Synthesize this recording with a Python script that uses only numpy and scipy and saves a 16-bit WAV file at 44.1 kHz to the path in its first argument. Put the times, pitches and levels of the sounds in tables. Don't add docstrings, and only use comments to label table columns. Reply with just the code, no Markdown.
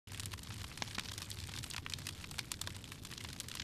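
import sys
import numpy as np
from scipy import signal
from scipy.fft import rfft, irfft, next_fast_len
from scipy.io import wavfile
from scipy.ndimage import uniform_filter1d

SR = 44100
rng = np.random.default_rng(int(sys.argv[2]) if len(sys.argv) > 2 else 0)


def file_out(sig):
    cols = np.atleast_2d(sig).T
    lim = np.clip(cols, -1, 1)
    pcm = np.round(lim * 32767).astype(np.int16)
    wavfile.write(sys.argv[1], SR, pcm)


N = 160083
TIME = np.arange(N) / SR


def from_db(db):
    return 10 ** (np.asarray(db) / 20)


def rms_one(x):
    return x / np.sqrt(np.mean(x ** 2) + 1e-20)


def in_time(rows):
    return np.interp(TIME, *np.transpose(rows))


def colour(x, points):
    points_hz, gains_db = np.transpose(points)
    size = next_fast_len(N + 4096)
    freqs_hz = np.maximum(np.fft.rfftfreq(size, 1 / SR), 1)
    gain = from_db(np.interp(np.log(freqs_hz), np.log(points_hz), gains_db))
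    return irfft(rfft(x, size) * gain, size)[:N]


def drift(cutoff_hz):
    lowpass = signal.butter(2, cutoff_hz, fs=SR, output="sos")
    settled = signal.sosfilt(lowpass, rng.standard_normal(N + SR))[SR:]
    return rms_one(settled)


def reflections(x, t60_s):
    t = TIME[:SR // 2]
    tail = rng.standard_normal(len(t)) * from_db(-60 * t / t60_s)
    tail *= t > .002
    return signal.fftconvolve(x, tail / np.sqrt(np.sum(tail ** 2)))[:N]


def spits(rows, ring_db):
    # (low edge [Hz], high edge [Hz])
    registers = [(650, 1570), (1400, 3210), (3000, 6130), (6200, 14100)]
    attack_s, lead_s, release_s = 0.000055, .0004, 0.0015
    tail_db, tail_t60_s = -12, .03
    grain_db, pitch_scatter_oct = 3.5, 0.42
    size, margin = 1024, 32

    rows = np.asarray(rows)
    start_s, length_s, register_db = rows[:, 0], rows[:, 1:2], rows[:, 2:]
    count = len(rows)

    t = np.maximum(np.arange(size) - margin, 0) / SR
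    after_s = np.maximum(t - length_s, 0)
    decay = np.exp(-after_s / release_s) + from_db(tail_db - 60 * after_s / tail_t60_s)
    envelope = np.minimum(t / attack_s, 1) * decay
    unevenness = np.repeat(rng.standard_normal((count, size // 8)), 8, axis=1)
    grain = from_db(grain_db * np.clip(unevenness, -2, 2))

    hz = np.maximum(np.fft.rfftfreq(size, 1 / SR), 1)
    bursts = np.zeros((count, size))
    for k, (low_hz, high_hz) in enumerate(registers):
        noise = rng.standard_normal((count, size))
        pitch_hz = np.sqrt(low_hz * high_hz) * 2 ** (pitch_scatter_oct * noise[:, :1])
        ring = 1 + (from_db(ring_db) - 1) / (1 + 4j * (hz / pitch_hz - pitch_hz / hz))
        spectrum = rfft(envelope * grain * noise)
        spectrum /= np.sqrt(uniform_filter1d(np.abs(spectrum) ** 2, size=21, axis=1))
        band = signal.butter(3, [low_hz, high_hz], "band", fs=SR, output="sos")
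        burst = signal.sosfilt(band, irfft(spectrum * ring))
        burst /= np.sqrt(np.sum(burst ** 2, axis=1, keepdims=True) * 1000 / SR)
        bursts += burst * from_db(register_db[:, k])[:, None]

    out = np.zeros(N + size)
    for s, burst in zip(start_s, bursts):
        i = int(np.clip((s - lead_s) * SR - margin, 0, N))
        out[i:i + size] += burst
    return out[:N]


def rumble():
    # (frequency [Hz], density [dB per Hz])
    spectrum = [(15, -8), (28, -25), (40, -11), (62, -4), (96, 0.5), (160, -6.5), (320, -14.5), (450, -20),
                (650, -28), (3000, -45.5)]
    # (time [s], level [dB])
    bass_swell = [(.08, -53.5), (.22, -42.5), (.4, -51.5), (.57, -45), (.92, -61), (1.1, -52), (1.27, -57),
                  (1.6, -47.5), (1.82, -56), (2.03, -47), (2.46, -65), (2.82, -45), (3.05, -77), (3.6, -54)]
    broad_db, hum_db = -51.2, -58.5
    hum_hz, hum_width_hz = 95.6, 22.2

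    broad = from_db(broad_db) * rms_one(colour(rng.standard_normal(N), spectrum))
    phase = 2 * np.pi * hum_hz * TIME
    in_phase = drift(hum_width_hz / 2) * np.cos(phase)
    quadrature = drift(hum_width_hz / 2) * np.sin(phase)
    swell_db = in_time(bass_swell)
    hum_gain = from_db(hum_db + swell_db - swell_db.mean())
    return broad + hum_gain * rms_one(in_phase + quadrature)


def sizzle(vigour_db):
    # (frequency [Hz], density [dB per Hz])
    spectrum = [(300, -24), (550, -9), (1000, -6.5), (1500, -7), (2800, -6.5), (4200, -5.5), (6500, -11),
                (8300, -13.5), (11000, -19), (14000, -24)]
    offset_db, flicker_db = -4, 6
    hiss = rng.standard_normal(N) * from_db(flicker_db * drift(cutoff_hz=74))
    return from_db(offset_db + vigour_db) * rms_one(colour(hiss, spectrum))


def ticks(swing_db):
    # (frequency [Hz], gain [dB])
    tick_colour = [(500, -22), (2000, -3), (4000, 0.5), (8500, -1), (14000, -3)]
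    # (time [s], level [dB])
    clear_ticks = [(1.4728, -32), (3.0709, -31.5), (3.401, -21)]
    ticks_per_s, floor_db, spread_db, release_s = 100, -55, 4.5, 0.0004

    born = rng.random(N) < ticks_per_s / SR
    excess_db = spread_db * np.minimum(rng.exponential(1, N), 3)
    sizes = born * from_db(floor_db + excess_db + .5 * swing_db)
    for s, db in clear_ticks:
        sizes[int(s * SR)] = from_db(db)
    envelope = signal.lfilter([1], [1, -np.exp(-1 / (release_s * SR))], sizes + 1e-18)
    return colour(envelope * rng.standard_normal(N), tick_colour)


def crackles(swing_db):
    typical_db = np.array([-72, -63.5, -61, -63])
    # (time [s], level above typical [dB])
    clear_crackles = [(.16, 12), (.318, 17.5), (0.392, 18), (.566, 14), (0.594, 9), (.618, 11), (0.848, 14),
                      (.857, 9), (1.036, 13), (2.057, 15), (2.178, 12), (2.3734, 8), (2.841, 17.5),
                      (2.854, 11.5), (3.302, 17)]
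    crackles_per_s, typical_s = 190, 0.00085
    level_spread_db, colour_spread_db = 1, 7.5

    count = int(crackles_per_s * N / SR)
    start_s = rng.random(count) * N / SR
    chance = (rng.random((count, 6)) - .5) * np.sqrt(12)
    level_db = level_spread_db * chance[:, 0] + np.interp(start_s, TIME, swing_db)
    length_s = typical_s * np.exp(.5 * chance[:, 1])
    register_db = typical_db + level_db[:, None] + colour_spread_db * chance[:, 2:]
    faint = np.column_stack([start_s, length_s, register_db])
    clear = [(s, typical_s, *(typical_db + db)) for s, db in clear_crackles]
    return spits(np.vstack([clear, faint]), ring_db=11)


def puffs():
    # (time [s], puff level [dB], knock level [dB], knock pitch [Hz])
    rows = [(0.8214, -32.5, -25, 890), (0.982, -33, -29.5, 1060)]
    puff_hz, puff_decay_s, knock_decay_s = 191, 0.0045, 0.0011
    out = np.zeros(N)
    for s, puff_db, knock_db, knock_hz in rows:
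        t = np.clip(TIME - s, 0, 100 * puff_decay_s)
        puff = np.sin(2 * np.pi * puff_hz * t) * np.exp(-t / puff_decay_s)
        knock = np.sin(2 * np.pi * knock_hz * t) * np.exp(-t / knock_decay_s)
        out += from_db(knock_db) * knock - from_db(puff_db) * puff
    return out


def pops():
    # (time [s], length [s], body [dB], crack [dB], snap [dB], fizz [dB])
    rows = [(0.1196, 0.00052, -45.5, -46, -55, -41.5), (0.1463, 0.001, -53, -39.5, -47, -44),
            (0.1749, 0.0019, -62, -44, -48, -42), (0.197, 0.00073, -48.5, -39, -35.5, -35),
            (0.2027, 0.00065, -52, -57, -37, -38), (0.233, 0.0016, -48, -47, -41, -41),
            (0.2576, 0.0012, -57, -44.5, -38.5, -31.5), (0.3365, 0.0031, -40, -38, -38.5, -40),
            (0.4318, 0.0042, -69, -66, -42.5, -39.5), (0.4712, 0.0018, -49, -51, -42.5, -62),
            (0.5041, 0.0053, -43, -41.5, -43.5, -68), (0.5409, 0.0024, -57, -47, -46, -43),
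            (0.642, 0.0031, -40, -39, -41, -46), (0.7147, 0.0024, -49, -42.5, -66, -60),
            (0.7752, 0.0021, -49, -40.5, -40, -40), (0.8223, 0.00098, -38.5, -29.5, -28.5, -58),
            (0.8771, 0.00036, -53, -64, -39.5, -69), (0.9097, 0.0019, -51, -44, -42, -62),
            (0.9476, 0.0066, -50, -43.5, -33.5, -44), (0.9839, 0.0007, -40, -29, -34.5, -46),
            (0.9954, 0.00093, -45, -33, -30.5, -36.5), (1.0566, 0.0016, -55, -43.5, -38, -53),
            (1.0859, 0.001, -48, -40, -36, -51), (1.0938, 0.00027, -59, -52, -38.5, -54),
            (1.1371, 0.0022, -52, -60, -41.5, -40.5), (1.1788, 0.0014, -59, -42.5, -35.5, -36.5),
            (1.2191, 0.0013, -44, -40, -33.5, -39), (1.2261, 0.0019, -51, -45, -41, -42),
            (1.3028, 0.0013, -74, -51, -46, -34), (1.3144, 0.00052, -66, -49, -33.5, -44),
            (1.3705, 0.0013, -51, -46, -46, -59), (1.3872, 0.0015, -70, -45, -42, -47),
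            (1.4015, 0.0022, -68, -47, -38.5, -44.5), (1.4383, 0.0013, -66, -43.5, -41.5, -46),
            (1.4871, 0.0071, -41, -44, -46, -49), (1.538, 0.0011, -69, -38, -40.5, -45),
            (1.5632, 0.0017, -58, -59, -37, -43), (1.5741, 0.0028, -48, -40, -40.5, -45),
            (1.5866, 0.0033, -50.5, -43, -35, -38.5), (1.6306, 0.0016, -69, -47, -41, -42),
            (1.64, 0.0046, -46, -38, -36.5, -35.5), (1.7016, 0.0024, -73, -56, -54, -34.5),
            (1.7115, 0.00044, -61, -50, -34.5, -58), (1.7365, 0.00061, -51, -41, -38, -39),
            (1.7451, 0.00056, -42, -36.5, -52, -63), (1.7637, 0.0022, -42, -36.5, -33, -41.5),
            (1.7809, 0.00075, -39, -34.5, -40, -41.5), (1.8639, 0.00029, -41, -31.5, -52, -54),
            (1.8985, 0.00093, -53, -45, -37.5, -39), (1.9222, 0.00092, -50, -38.5, -45, -41),
            (1.9363, 0.00057, -51, -38.5, -27.5, -38.5), (1.9862, 0.0037, -47, -47, -43, -40.5),
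            (2.0685, 0.0016, -49, -35.5, -33, -33.5), (2.0888, 0.0042, -47, -37.5, -34, -37),
            (2.2413, 0.0045, -47, -36, -42.5, -48), (2.312, 0.00099, -45.5, -56, -39, -38),
            (2.3417, 0.0015, -46, -45.5, -57, -46), (2.3832, 0.0022, -40, -43, -39, -39),
            (2.3909, 0.00074, -38.5, -29, -27.5, -33), (2.4041, 0.0004, -67, -60, -44, -59),
            (2.517, 0.001, -41.5, -36.5, -30.5, -27), (2.5404, 0.00075, -58, -41.5, -39.5, -57),
            (2.6144, 0.0028, -39.5, -51, -30, -29), (2.6654, 0.0013, -58, -58, -47, -50),
            (2.6734, 0.00085, -35, -36.5, -32.5, -39), (2.7038, 0.0014, -64, -42.5, -46.5, -47),
            (2.7641, 0.0022, -48.5, -46, -45.5, -42), (2.9194, 0.00081, -46.5, -38, -43, -41.5),
            (3.0497, 0.0045, -48.5, -47, -39.5, -39.5), (3.1123, 0.0048, -48, -44, -42, -41.5),
            (3.1247, 0.0031, -46, -39, -56, -52), (3.1364, 0.0014, -58, -49, -39.5, -44),
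            (3.178, 0.0019, -64, -44, -36, -47), (3.2047, 0.0086, -60, -39, -41, -43),
            (3.2398, 0.00078, -67, -49, -43, -40.5), (3.2473, 0.0028, -40.5, -38, -39, -59),
            (3.3298, 0.0023, -68, -44, -39, -41), (3.4052, 0.00081, -55, -43, -35, -39),
            (3.485, 0.00055, -69, -43.5, -39, -37), (3.5145, 0.0021, -57, -40, -36.5, -44),
            (3.5395, 0.0014, -60, -43, -42, -51), (3.5519, 0.0029, -43, -45, -38.5, -34.5),
            (3.5716, 0.0013, -57, -40, -41, -61), (3.5976, 0.0029, -51, -35, -30.5, -59),
            (3.6193, 0.0032, -56, -41, -38.5, -65)]
    gain_db = 0.5
    return from_db(gain_db) * spits(rows, ring_db=4.0)


def scene():
    # (time [s], level [dB])
    vigour = [(.08, -53.5), (.18, -53.5), (.38, -57.5), (.6, -49.5), (.74, -54), (1.05, -51), (1.5, -54),
              (1.76, -54.5), (1.84, -58), (2.08, -53), (2.46, -55), (3.25, -55.5), (3.6, -52)]
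    # (frequency [Hz], gain [dB])
    pop_colour = [(300, 22), (700, -6.5), (1000, 2.5), (1500, -1.5), (2100, 0), (3500, 1.5), (6000, -2),
                  (7200, 1.5), (8300, 1.5), (10500, -3.5), (14000, -9)]
    room_db, room_t60_s = -22, .12

    vigour_db = in_time(vigour)
    swing_db = vigour_db - vigour_db.mean()
    bursts = colour(pops() + crackles(swing_db), pop_colour)
    wick = bursts + puffs() + ticks(swing_db)
    room = from_db(room_db) * reflections(wick, room_t60_s)
    return (wick + room + sizzle(vigour_db) + rumble())[None]


def record(dry):
    start_s, ramp_s, cutoff_hz = 0.071, 0.0042, 14250
    opening = np.clip((TIME - start_s) / ramp_s, 0, 1)
    lowpass = signal.ellip(10, .3, 70, cutoff_hz, fs=SR, output="sos")
    return signal.sosfilt(lowpass, dry * opening)


dry = scene()
out = record(dry)
file_out(out)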